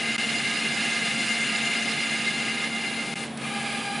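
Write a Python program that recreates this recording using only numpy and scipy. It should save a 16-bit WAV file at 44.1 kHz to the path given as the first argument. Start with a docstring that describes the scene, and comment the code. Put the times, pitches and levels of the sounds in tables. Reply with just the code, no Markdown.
"""Electric tapping machine

Close by in a humming workshop, a servo motor drives a tap through a reduction gear, stops for an
instant, takes up the backlash with a tick and backs out a little faster. The meshing teeth whine and
rasp over a running hiss, the motor drive whistles, and twice the sound drops out for a moment."""
import sys
import numpy as np
from scipy.fft import rfft, irfft, next_fast_len
from scipy.io import wavfile
from scipy.ndimage import map_coordinates

SR = 44100
rng = np.random.default_rng(int(sys.argv[2]) if len(sys.argv) > 2 else 0)


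def unload_wav(signal):
    """Save mono or channel-first audio to the path in sys.argv[1] as 16-bit WAV at rate SR, clipped to [-1, 1]."""
    wavfile.write(
        sys.argv[1],
        SR,
        np.round(np.clip(np.atleast_2d(signal).T, -1, 1) * 32767).astype(np.int16),
    )


N = 176400
TEETH, REDUCTION, POLE_PAIRS = 21, 4, 4

# motor move, negative = backing out: t/s, speed/(turns/s)
SHAFT_SPEED = [(0, 33.33), (3.24, 33.33), (3.265, 23), (3.29, 11), (3.33, 5), (3.36, 0), (3.385, -16),
               (3.41, -27.5), (3.44, -33.5), (3.47, -37.3), (3.51, -38.3), (4, -38.3)]
# load on the gears, as fader rides: t/s, whine level/dB, rasp level/dB, hiss level/dB
GEAR_LOAD = [(0, -1.5, -1, -4), (.35, .5, -1, 9), (.65, -0.5, 0.5, -2), (1.25, 1, 0, 11),
             (2.1, 0, -0.4, -3), (2.45, -2, -1, -11), (2.8, -2, -4.5, -7), (3.07, -3.5, -5.5, 8),
             (3.24, -8, -9, 8), (3.45, -9, -4, 1), (3.53, -1.5, -3.5, -3), (3.65, -2.5, -1, -4),
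             (3.8, -2.5, -2, 2), (3.9, 1, -4, 1), (4, -1, -1.5, -1)]
WORK_SPEED = SHAFT_SPEED[0][1]

def machine():
    """Every layer follows the shaft; each direction plays its own tooth flanks."""
    speed, = curves(SHAFT_SPEED)
    whine_db, rasp_db, hiss_db = curves(GEAR_LOAD)
    turns = np.cumsum(abs(speed)) / SR
    pace = abs(speed) / WORK_SPEED + 1e-6
    forward = speed > 0
    whine_in = whine(turns, rasp_db, column=1, tooth_error=0.013, flutter=0.038, rough=0.43, throb_db=1.5)
    whine_out = whine(turns, rasp_db, column=2, tooth_error=0.016, flutter=0.048, rough=0.34, throb_db=2.7)
    tones = amp(whine_db) * np.where(forward, whine_in, amp(-3) * whine_out)
    rasp_in = rasp(turns, RASP_IN_EQ, repeat=0.43, tooth_db=2.5, beat_db=0.5, beats=1, ring_db=-6)
    rasp_out = rasp(turns, RASP_OUT_EQ, repeat=0.41, tooth_db=-0.5, beat_db=0.3, beats=4, ring_db=-6.5)
    scrape = amp(rasp_db) * np.where(forward, amp(-30.5) * rasp_in, amp(-33.5) * rasp_out)
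    motor = np.where(forward, rotor(turns, column=1, rough=0.35), rotor(turns, column=2, rough=0.25))
    running = scrape + motor + hiss(hiss_db)
    # the whine dies away first as the shaft slows
    return pace ** 4.6 * tones + pace ** 0.99 * running + drive_whistle(turns, pace)


# whine partials: multiple of the mesh rate, relative level in/dB, relative level out/dB
MESH_PARTIALS = [(1, -47, -39.5), (2, -48, -48.5), (3, -35, -46), (4, -37, -63), (5, -44.5, -50.5),
                 (6, -44, -48.5), (7, -45, -60), (8, -52.5, -65), (9, -51, -68), (10, -48, -68),
                 (12, -53, -73)]
LEAD_HARMONIC, TIGHT_SPOT_S = 3, 0.108  # first tight spot of the output gear
BRIGHTEN = 0.14  # dB per upper harmonic, for each dB of rasp

def whine(turns, rasp_db, column, tooth_error, flutter, rough, throb_db):
    """Mesh harmonics, smeared by uneven teeth, brighter under load, throbbing with shaft and output gear."""
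    smear = tooth_error * surface(turns, count=7) + flutter * wobble(40)
    gear_swell = np.cos(2 * np.pi * (turns - TIGHT_SPOT_S * WORK_SPEED) / REDUCTION)
    shaft_db = throb_db * np.cos(2 * np.pi * turns)
    out = np.zeros(N)
    for row in MESH_PARTIALS:
        k = row[0]
        gear_db = (4 if k == LEAD_HARMONIC else 4 / 3) * gear_swell
        contact = 1 + rough * wobble(45) + 0.27 * surface(turns, count=9)
        tone = np.sin(2 * np.pi * (k * (TEETH * turns + smear) + rng.random()))
        lift_db = BRIGHTEN * max(k - LEAD_HARMONIC - 1, 0) * rasp_db
        out += amp(row[column] + lift_db) * unit(contact * amp(gear_db + shaft_db) * tone)
    return out


# rasp colour, driving in and backing out: f/Hz, relative level/dB
RASP_IN_EQ = [(590, -39), (1000, -35), (1190, -28), (1290, -34), (1380, -9), (1490, -15), (1630, -4),
              (1910, -10.5), (2090, -5), (2420, -5), (2880, -2), (3210, -11.5), (4180, -12.5), (4430, -14),
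              (4800, -13.5), (5890, -22), (6960, -18.5), (7530, -22), (10400, -19), (13500, -64),
              (22000, -120)]
RASP_OUT_EQ = [(590, -49), (1000, -24), (1250, -2), (1400, -29), (1630, 3), (1890, -17), (2370, 3),
               (2770, -4), (3180, -4.5), (3570, -7), (3900, -14), (4260, -9), (4940, -17.5), (6130, -18.5),
               (10400, -14), (13500, -65), (22000, -120)]
# housing resonances: f/Hz, width/Hz, relative level/dB
HOUSING_MODES = [(1235, 35, -1.5), (1646, 47, -0.5), (2079, 49, 5.5), (2766, 40, -6), (3810, 30, -0.5)]

def rasp(turns, spectrum, repeat, tooth_db, beat_db, beats, ring_db):
    """Scraping teeth ring the housing; the force pulses with each tooth and `beats` times a turn."""
    grit = rng.standard_normal(N) + repeat * surface(turns, count=1100)
    pulse_db = tooth_db * np.cos(2 * np.pi * TEETH * turns) + beat_db * np.cos(2 * np.pi * beats * turns)
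    scrape = grit * amp(pulse_db + 0.94 * wobble(24.6))
    ring = filtered(scrape, lambda f: sum(amp(db) * 1j * f * width / (f0 * f0 - f * f + 1j * f * width)
                                          for f0, width, db in HOUSING_MODES))
    return coloured(scrape, spectrum) + amp(ring_db) * unit(ring)


# motor partials at working speed: multiple of the shaft rate, level in/dB, level out/dB
MOTOR_PARTIALS = [(23.89, -46, -74), (31.33, -91, -47), (36.84, -51.5, -54), (48.7, -57, -63),
                  (49, -55, -65), (70.3, -46.5, -67), (76, -49, -59), (79.6, -61, -49)]

def rotor(turns, column, rough):
    """The motor sings in slightly unsteady tones that track the shaft."""
    return sum(amp(row[column]) * (1 + rough * wobble(24.75))
               * np.sin(2 * np.pi * (row[0] * turns + rng.random())) for row in MOTOR_PARTIALS)


# hiss colour: f/Hz, relative level/dB
HISS_EQ = [(1000, -25), (3000, -3), (4500, 0), (6000, -4), (8500, -1), (10400, -2)]

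def hiss(load_db):
    """Bright running noise that rides the load."""
    return amp(load_db - 47.5) * coloured(rng.standard_normal(N), HISS_EQ)


# whistle sidebands: offset from the switching tone/winding frequencies, level/dB
WHISTLE_BANDS = [(-5, -57), (-3, -56), (-1, -57), (1, -64), (3, -50)]
SWITCH_HZ, IDLE_DB, IDLE_PACE = 10000, -50, 0.3

def drive_whistle(turns, pace):
    """The drive's switching tone: bare at a standstill, split into sidebands once the field turns."""
    carrier = SWITCH_HZ * np.arange(N) / SR
    field = POLE_PAIRS * turns
    split = sum(amp(db + wobble(16)) * np.sin(2 * np.pi * (carrier + k * field + rng.random()))
                for k, db in WHISTLE_BANDS)
    bare = amp(IDLE_DB) * np.exp(-(pace / IDLE_PACE) ** 2) * np.sin(2 * np.pi * (carrier - field))
    return bare + np.minimum(pace, 1) ** 2 * split


# tick colour: f/Hz, relative level/dB
TICK_EQ = [(300, -23), (1500, -3), (4000, -7), (7000, -11), (9200, -5), (10400, -5)]
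TICK_S, TICK_DB, TICK_T60_S = 3.373, -28, 0.035

def backlash():
    """The teeth land on their other flanks with a small, dry tick."""
    age = np.arange(N) / SR - TICK_S
    envelope = (age > 0) * amp(TICK_DB - 60 * abs(age) / TICK_T60_S)
    return envelope * coloured(rng.standard_normal(N), TICK_EQ)


# room tone colour: f/Hz, relative level/dB
SHOP_EQ = [(20, -27), (50, -23), (90, -10.5), (115, -14), (138, 4.5), (165, -1), (210, 4), (265, 2),
           (320, -2.5), (450, -3.5), (600, -6.5), (850, -7), (1050, -10.5), (2200, -13), (4000, -17.5),
           (6000, -29.5), (10400, -26)]
SHOP_DB, HUM_HZ, HUM_DB = -36.5, 225.8, -36.5

def workshop():
    """The bed: a steady rush of machinery with a wavering hum."""
    hum_level = amp(HUM_DB + 0.68 * wobble(10))
    hum = hum_level * np.sin(2 * np.pi * HUM_HZ * np.arange(N) / SR + 0.26 * wobble(8))
    return hum + amp(SHOP_DB) * coloured(rng.standard_normal(N), SHOP_EQ)


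def amp(db):
    return 10 ** (np.asarray(db) / 20)


def unit(x):
    return x / np.sqrt(np.mean(x ** 2) + 1e-20)


def eq_gain(points, hz):
    """Gain of an EQ curve drawn on a log frequency axis."""
    f, db = np.transpose(points)
    return amp(np.interp(np.log(hz + 1), np.log(f + 1), db))


def curves(rows):
    """One automation lane for each column after the time."""
    times, *lanes = np.transpose(rows)
    return [np.interp(np.arange(N) / SR, times, lane) for lane in lanes]


def wobble(rate):
    """A smooth random curve, rate knots a second."""
    return map_coordinates(rng.standard_normal(int(N * rate / SR) + 4), [np.arange(N) * rate / SR])


def filtered(x, response):
    """x through a complex frequency response."""
    size = next_fast_len(N + SR // 2)
    return irfft(rfft(x, size) * response(np.fft.rfftfreq(size, 1 / SR)), size)[..., :N]


def coloured(x, spectrum):
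    """x through an EQ curve, at rms 1."""
    return unit(filtered(x, lambda hz: eq_gain(spectrum, hz)))


def surface(turns, count):
    """Random unevenness of a wheel, count bumps round it, met again on every turn."""
    return unit(map_coordinates(rng.standard_normal(count), [turns % 1 * count], mode="grid-wrap"))


# stereo width: f/Hz, side level/dB
WIDTH_EQ = [(30, -14), (90, -10.5), (170, -32), (400, -16), (2500, -20.5), (5000, -14), (10000, -13)]

def scene():
    """Machine, tick and room, nearly mono, with a faint flutter between left and right."""
    mid = machine() + backlash() + workshop()
    side = filtered(mid * wobble(90), lambda hz: eq_gain(WIDTH_EQ, hz))
    return np.array([mid + side, mid - side]) * amp([[-.15], [.15]])


# dropouts: start t/s, end t/s
LEVEL_DIPS = [(.1648, .1802), (3.1412, 3.1562)]
DIP_DB, HIGH_CUT_HZ = -17.5, 10520

def record(dry):
    """The level dips briefly twice, and a steep high cut takes off the top."""
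    t = np.arange(N) / SR
    dipped = sum((t > start) & (t < end) for start, end in LEVEL_DIPS)
    return filtered(dry * amp(DIP_DB * dipped), lambda hz: hz < HIGH_CUT_HZ)


dry = scene()
out = record(dry)
unload_wav(out)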